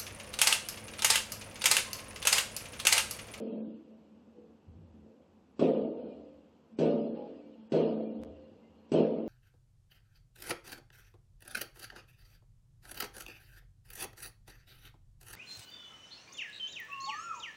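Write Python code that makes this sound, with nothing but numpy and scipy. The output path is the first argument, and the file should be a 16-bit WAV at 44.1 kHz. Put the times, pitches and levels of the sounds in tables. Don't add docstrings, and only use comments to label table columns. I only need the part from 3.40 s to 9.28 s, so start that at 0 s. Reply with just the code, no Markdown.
import sys
import numpy as np
from scipy import signal
from scipy.fft import rfft, irfft, next_fast_len
from scipy.io import wavfile
from scipy.ndimage import uniform_filter1d

SR = 44100
rng = np.random.default_rng(int(sys.argv[2]) if len(sys.argv) > 2 else 0)


def volts_from_decibels(level):
    exponent = np.asarray(level, float) / 20
    return 10 ** exponent


def output_pcm(signal):
    pcm = np.clip(np.atleast_2d(signal).T, -1, 1) * 32767
    wavfile.write(sys.argv[1], SR, np.round(pcm).astype(np.int16))


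N = 259308
STEP = 16


def rms_one(x):
    return x / np.sqrt(np.mean(x ** 2) + 1e-20)


def butterworth(x, order, hz, kind="low"):
    return signal.sosfilt(signal.butter(order, hz, kind, fs=SR, output="sos"), x)


def coloured(x, points, peaks=()):
    size = 16384
    hz = np.maximum(np.arange(size // 2 + 1) * SR / size, 1)
    points_hz, points_db = np.array(points).T
    db = np.interp(np.log(hz), np.log(points_hz), points_db)
    for centre_hz, width_hz, lift_db in peaks:
        db = db + lift_db / (1 + (2 * (hz - centre_hz) / width_hz) ** 2)
    cepstrum = irfft(np.log(volts_from_decibels(db)))
    cepstrum[1:size // 2] *= 2
    cepstrum[size // 2 + 1:] = 0
    pulse = irfft(np.exp(rfft(cepstrum)))
    return signal.fftconvolve(x, pulse / np.sqrt(np.sum(pulse ** 2)))[:N]


def resonate(x, hz, width_hz):
    r = np.exp(-np.pi * width_hz / SR)
    return signal.lfilter([1, 0, -1], [1, -2 * r * np.cos(2 * np.pi * hz / SR), r * r], x + 1e-18)


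def wavering(hz, width_hz):
    ring = resonate(resonate(rng.standard_normal(N), hz, width_hz), hz, 3.9 * width_hz)
    ring = signal.hilbert(ring, next_fast_len(N))[:N]
    return rms_one(np.real(ring / (np.abs(ring) + 1e-9) ** 0.7))


def patchy(spread_db):
    frames = signal.stft(rng.standard_normal(N), nperseg=512)[2]
    across_bands = uniform_filter1d(rng.standard_normal(frames.shape), size=3, axis=0)
    clumps = uniform_filter1d(across_bands, size=6, axis=1)
    return rms_one(signal.istft(frames * volts_from_decibels(spread_db * rms_one(clumps)), nperseg=512)[1][:N])


def build_up(rise_s):
    t, gain = np.arange(N) / SR, np.ones(N)
    for s, *_ in SHELLS:
        gain = np.where(t >= s, 1 - np.exp(-((t - s) / rise_s) ** 2), gain)
    return gain


def swell(s, rise_s, level_db, hold_s, sag, fall):
    t = np.arange(0, N, STEP) / SR - s
    climb_db = 30 * np.minimum(t, 0) / rise_s
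    sag_db = sag * np.clip(t, 0, hold_s)
    fall_db = fall * np.maximum(t - hold_s, 0)
    return volts_from_decibels(2 * (level_db + climb_db - sag_db - fall_db))


# (frequency [Hz], level [dB])
HISS_SPECTRUM = [(15, -52), (25, -43.5), (80, -2.5), (127, -14), (162, -1), (270, -1), (304, -2),
                 (379, -6.5), (572, -11.5), (615, -17.5), (747, -12), (2120, -30.5), (2640, -27),
                 (3280, -32), (8260, -40), (10700, -75), (18200, -120)]


def hiss():
    return volts_from_decibels(-64) * coloured(rng.standard_normal(N), HISS_SPECTRUM)


# (near houses [dB], far slope [dB],
# bass share of slope [dB], pane hum [dB], hum hold [s])
SHELL_ROLLS = [(-22, -46, 8.5, -39, 0.708), (-22.5, -46, -6, -40, 0.23), (-24, -45, 2.5, -37.5, 0.36),
               (-23, -48.5, -14, -38, 0.48), (-22, -41, 0, -41, 0.35)]
# (near top [dB], slope's top [dB], murmur [dB], lingering hum [dB], slope delay [s])
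SHELL_SHADES = [(5.8, 1.5, -2.3, -2, -0.024), (-2, 0.5, -2, -10.5, 0.001), (-0.2, 1, 2.5, 2, -0.013),
                (0, 1, 1.2, -9, -0.0087), (-0.5, -5.5, 4, -1.5, -0.036)]
# (near offset [dB], near fall [dB/s], slope offset [dB], slope fall [dB/s], murmur [dB])
ROLL_LAYERS = [
    (-0.5, 60.5, -0.5, 107, -66),
    (-3, 52, -4, 65, -69),
    (-24, 81.5, -23, 48, -76),
]
# (time [s], roll level [dB], bass level [dB], pane hum level [dB], fall [dB/s])
FAR_BURSTS = [(.13, -68, -36.5, -40, 96), (0.498, -59.5, -66.5, -54.5, 64), (.72, -69, -72, -55.5, 93),
              (.87, -59.5, -75, -54, 200), (0.978, -69, -52.5, -55, 152), (1.1, -64, -57, -60, 142),
              (1.32, -71, -61, -60.5, 52), (1.548, -77, -58, -51, 100), (1.66, -60.5, -57, -63.5, 100.5),
              (1.791, -63, -73, -78, 202), (1.96, -74, -67, -65.5, 149), (2.42, -33.5, -40.5, -38.5, 199.5),
              (2.641, -44, -44, -47, 150), (2.8, -53, -73, -55.5, 109), (3.335, -76, -67, -49.5, 150),
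              (3.53, -27.5, -31.5, -35, 200.5), (4.1, -59.5, -57, -61.5, 150),
              (4.199, -67, -69, -48.5, 148.5), (4.86, -47.5, -57.5, -69, 102), (5.12, -64, -65, -57, 153),
              (5.22, -66, -70, -59, 203), (5.38, -74, -69, -68, 143)]
EARLIER_S = -0.36
GATHER_S, GATHER_DB, GATHER_HOLD_S = 0.039, -9, 0.028
SLOPE_S, SLOPE_RISE_S, SLOPE_HOLD_S, SLOPE_SAG = 0.38, 0.033, 0.24, 29.4
MURMUR_FALL = 5
HUM_SAG, HUM_FALL, HUM_REST_DB = 7.9, 270, -60
LEAD_S, LEAD_DB = 0.014, -58


def levels():
    t = np.arange(0, N, STEP) / SR
    power = np.zeros((4, len(t)))
    times = [EARLIER_S] + [s for s, *_ in SHELLS]
    for s, decay, shade in zip(times, SHELL_ROLLS, SHELL_SHADES):
        near_db, slope_db, bass_db, hum_db, hum_hold_s = decay
        top_db, slope_top_db, rest_db, hum_rest_db, late_s = shade
        since, on = np.maximum(t - s, 0), t >= s
        gather_db = GATHER_DB * np.maximum(1 - since / GATHER_S, 0)
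        near_shares, slope_shares = (0, 0, top_db), (0, bass_db, slope_top_db)
        for k, own_db, share_db, layer in zip((0, 1, 3), near_shares, slope_shares, ROLL_LAYERS):
            db, fall, far_db, far_fall, murmur_db = layer
            near = near_db + db + own_db + gather_db - fall * np.maximum(since - GATHER_HOLD_S, 0)
            murmur = murmur_db + rest_db - MURMUR_FALL * since
            slope = swell(s + SLOPE_S + late_s, SLOPE_RISE_S, slope_db + far_db + share_db,
                          SLOPE_HOLD_S, SLOPE_SAG, far_fall)
            power[k] += on * (volts_from_decibels(2 * near) + volts_from_decibels(2 * murmur) + slope)
        hum_rest = HUM_REST_DB + hum_rest_db - MURMUR_FALL * since
        power[2] += on * (swell(s, 1, hum_db, hum_hold_s, HUM_SAG, HUM_FALL) + volts_from_decibels(2 * hum_rest))
        power += ~on * swell(s, 5 * LEAD_S, LEAD_DB, 0, 0, 0) * volts_from_decibels([[0], [6], [6], [-30]])
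    for s, *dbs, fall in FAR_BURSTS:
        power[:3] += swell(s, 0.045, np.array(dbs)[:, None], 0, 0, fall)
    return np.repeat(np.sqrt(power), STEP, axis=1)[:, :N]


def echoes(per_s, uneven_db, likeness):
    marks = (rng.random((2, N)) < per_s / SR) * rng.choice([-1, 1], (2, N))
    houses, fresh = marks * volts_from_decibels(uneven_db * np.minimum(rng.exponential(1, (2, N)), 4))
    starts = [0] + [round(s * SR) for s, *_ in SHELLS] + [N]
    repeated = np.concatenate([houses[:b - a] for a, b in zip(starts, starts[1:])])
    likeness = np.clip(likeness, 0, 1)
    return rms_one(np.sqrt(likeness) * repeated + np.sqrt(1 - likeness) * fresh)


# (frequency [Hz], level [dB per Hz])
ROLL_SPECTRUM = [(100, -41), (175, -4.5), (188, -9), (227, 0.5), (380, -5), (440, -3.5), (515, 2),
                 (562, -5.5), (657, -7.5), (853, -21.5), (1400, -41), (1820, -75.5), (3080, -120)]
# (frequency [Hz], width [Hz], lift [dB])
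ROOM_MODES = [(254.3, 18, 7), (292.9, 4.2, 12.5), (323.4, 7.8, 7), (350, 24, 4.5), (412.7, 11, 5),
              (445.1, 9.7, 10.5), (485.7, 8.8, 5), (524.3, 5.9, 10.5), (576, 4.9, 8.5), (579.4, 14, 3.5),
              (643, 22, 7), (706, 35, 1.5), (912.5, 27, 9.5), (953, 9.2, 2), (1210, 28, 14.5)]
# (frequency [Hz], level [dB per Hz])
LEAK_SPECTRUM = [(470, -20.5), (800, -11), (986, -8.5), (1110, -16), (1210, -18.5), (1540, -22),
                 (2210, -24.5), (2850, -18.5), (3330, -20.5), (3610, -26), (4330, -27.5), (7000, -49.5),
                 (9100, -100.5), (15400, -120)]
# (frequency [Hz], width [Hz], lift [dB])
SASH_GAPS = [(1480, 31, 6.5), (2400, 190, 3.5), (2608, 44, 6), (2796, 62, 9), (2990, 45, 4.5),
             (3210, 110, 1.5), (3320, 38, 3), (4220, 94, 6.5), (4930, 180, 5)]


def roll():
    upper, lower, hum, top = levels()
    answer = echoes(1100, 2.5, 0.56) * build_up(0.0068)
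    high = butterworth(upper * answer, 4, 410, "high")
    low = butterworth(lower * answer, 4, 410)
    leak = coloured(top * (0.52 * answer + 1.326 * patchy(4.0)), LEAK_SPECTRUM, SASH_GAPS)
    body = coloured(volts_from_decibels(1.0) * high + low, ROLL_SPECTRUM, ROOM_MODES)
    pane = volts_from_decibels(1.0) * hum * build_up(0.019) * wavering(221, 7.3)
    return body + pane + volts_from_decibels(0.5) * leak


# (time [s], level [dB], hold [s], fall [dB/s])
LAUNCHES = [(.18, -72, .03, 95), (1.285, -50.5, 0.013, 147), (1.36, -53.5, 0.083, 300),
            (1.5, -59.5, 0.14, 250), (1.9, -73, .1, 51), (2.75, -69.5, 0.046, 81), (2.95, -76, 0.046, 65),
            (4.8, -55.5, 0.054, 202), (4.87, -54.5, .04, 203), (4.96, -60, 0.036, 200),
            (5.11, -64.5, 0.033, 152), (5.26, -70, .1, 63), (5.72, -64.5, 0.029, 83)]


def thumps():
    hits = LAUNCHES + [(s + 0.025, -64, 0, 24) for s, *_ in SHELLS]
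    power = volts_from_decibels(2 * -85) + sum(swell(s, 0.027, db, hold_s, 0, fall) for s, db, hold_s, fall in hits)
    low = wavering(81, 12)
    overtone = rms_one(resonate(resonate(rng.standard_normal(N), 160, 30), 160, 60))
    return np.repeat(np.sqrt(power), STEP)[:N] * (low + volts_from_decibels(-8.0) * overtone)


# (time [s], length
# [s], frequency [Hz], level [dB])
FRAME_SQUEAKS = [(.95, .13, 488, -57.5), (.92, 0.22, 436, -64.5), (.25, 0.2, 320, -51.5),
                 (2.696, 0.046, 2420, -70), (3.7, 0.072, 1445, -80.5), (3.755, .125, 824, -53),
                 (4.001, .1, 2320, -79), (4.144, 0.11, 870, -74), (2.63, 0.074, 170, -55),
                 (4.65, 0.056, 2380, -69), (5.223, .08, 2075, -79.5)]


def squeaks():
    out = np.zeros(N)
    for s, length_s, hz, db in FRAME_SQUEAKS:
        at, count = round(s * SR), round(length_s * SR)
        ring = signal.hilbert(resonate(resonate(rng.standard_normal(20000), hz, 6.0), hz, 26))
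        ring = ring[-count - 500:-500]
        tone = rms_one(np.real(ring / np.abs(ring) ** 0.47))
        out[at:at + count] += volts_from_decibels(db) * tone * np.hanning(count) ** 0.19
    return out


# (time [s], blast level [dB], crack level [dB])
SHELLS = [
    (2.1934, -21.5, -44.5),
    (3.3875, -19.5, -45),
    (4.3204, -19, -45.5),
    (5.5178, -18, -45),
]
# (delay [s], level [dB])
NEAR_WALLS = [(.0130, 0.5), (0.0175, 1.5), (0.0283, 0.5), (0.0303, 8), (0.0367, 1.5), (0.0451, -1.5),
              (.0510, 4), (.0678, 6.5), (0.075, -8.5), (0.0858, 3.5), (.0990, 1.5)]
# (frequency [Hz], level [dB])
BLAST_SPECTRUM = [(60, -41.5), (140, -10), (230, 2.5), (420, 4.5), (700, -13), (1200, -40.5), (3000, -51),
                  (9000, -79.5)]
# (frequency [Hz], level [dB per Hz])
CRACK_SPECTRUM = [(530, -18), (900, 3.5), (1340, -19.5), (1490, -10), (1660, -17), (2870, -13.5),
                  (3420, -11), (3580, -15.5), (5650, -18), (6140, -18), (6990, -30.5), (7740, -18.5),
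                  (8260, -24), (10700, -66), (18200, -120)]
# (frequency [Hz], level [dB], decay time T60 [s])
FRAME_MODE = (161, -31, 0.8)


def blasts():
    t = np.arange(N) / SR
    direct, walls, crack = np.zeros(N), np.zeros(N), np.zeros(N)
    scatter = rng.standard_normal((len(SHELLS), len(NEAR_WALLS)))
    for (s, blast_db, crack_db), chances in zip(SHELLS, scatter):
        direct[round(s * SR)] = volts_from_decibels(blast_db)
        for (delay_s, wall_db), chance in zip(NEAR_WALLS, chances):
            walls[round((s + delay_s) * SR)] = volts_from_decibels(blast_db + wall_db + 3.3 * chance)
        crack += (t >= s) * volts_from_decibels(crack_db - 60 * np.maximum(t - s, 0) / 0.29)
    hz, level_db, t60_s = FRAME_MODE
    frame = np.sin(2 * np.pi * hz * t) * volts_from_decibels(level_db + 21 - 60 * t / t60_s) * (1 - np.exp(-t / 0.0055))
    head_on = volts_from_decibels(4.5) * butterworth(direct, 2, 330)
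    arrivals = head_on + volts_from_decibels(-1.0) * direct / 4 + volts_from_decibels(-7.0) * walls
    pulses = volts_from_decibels(17.5) * coloured(arrivals, BLAST_SPECTRUM)
    ringing = signal.fftconvolve(direct, frame)[:N]
    return pulses + ringing + coloured(crack * patchy(3.8), CRACK_SPECTRUM, SASH_GAPS)


def scene():
    background = hiss()
    shells = butterworth(blasts() + roll(), 4, 70, "high")
    return (shells + thumps() + squeaks() + background)[None]


# (frequency [Hz], level [dB])
ROUNDING_STEPS = [(200, -57), (1500, -54), (3000, -50.5), (4500, -50.5), (6000, -50.5), (8000, -54)]


def thrifty(x):
    hz, _, frames = signal.stft(x, SR, "cosine", nperseg=2048)
    loudest = uniform_filter1d(np.abs(frames).max(axis=0), size=3) / volts_from_decibels(-42.5)
    steps_hz, steps_db = np.array(ROUNDING_STEPS).T
    below_db = np.interp(np.log(hz + 1), np.log(steps_hz), steps_db)
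    ragged_db = 4.2 * np.repeat(rng.standard_normal((65, len(loudest))), 16, axis=0)[:len(hz)]
    follow = np.minimum(loudest ** 1.1, loudest ** 0.24)
    step = volts_from_decibels(below_db[:, None] + ragged_db - 41.0) * follow + 1e-12
    kept = np.round(frames / step * 0.88) * step / 0.94 * (hz < 8400)[:, None]
    return signal.istft(kept, SR, "cosine", nperseg=2048)[1][:N]


def top_band(x):
    flicker_db = 4 * np.repeat(rng.standard_normal(N // 1024 + 1), 1024)[:N]
    quiet = uniform_filter1d(x ** 2, size=4096) < volts_from_decibels(2 * (-50.5 + flicker_db))
    sliver = butterworth(patchy(3.0), 6, (10700, 12000), "band")
    return volts_from_decibels(-99) * rms_one(sliver) * uniform_filter1d(quiet * 1., size=512)


# (time [s], gain from then on [dB], tick level [dB])
LEVEL_JUMPS = [
    (4.8188, -0.5, -52),
    (4.8272, 3, -58.5),
    (4.8356, -3, -34.5),
    (4.8483, 0, -52.5),
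]


def level_jumps():
    gain, ticks = np.ones(N), np.zeros(N)
    for s, gain_db, tick_db in LEVEL_JUMPS:
        at = round(s * SR)
        gain[at:] = volts_from_decibels(gain_db)
        ticks[N - 1 - at] = -volts_from_decibels(tick_db)
    ticks[-1] = volts_from_decibels(-29.5)
    return gain, signal.lfilter([1], [1, -0.96], ticks)[::-1]


def top_cut(x):
    return signal.sosfilt(signal.butter(12, 12300, fs=SR, output="sos"), x)


def record(dry):
    gain, ticks = level_jumps()
    mix = thrifty(dry[0]) * gain + ticks + top_band(dry[0])
    return top_cut(mix[None])


dry = scene()
out = record(dry)
output_pcm(out)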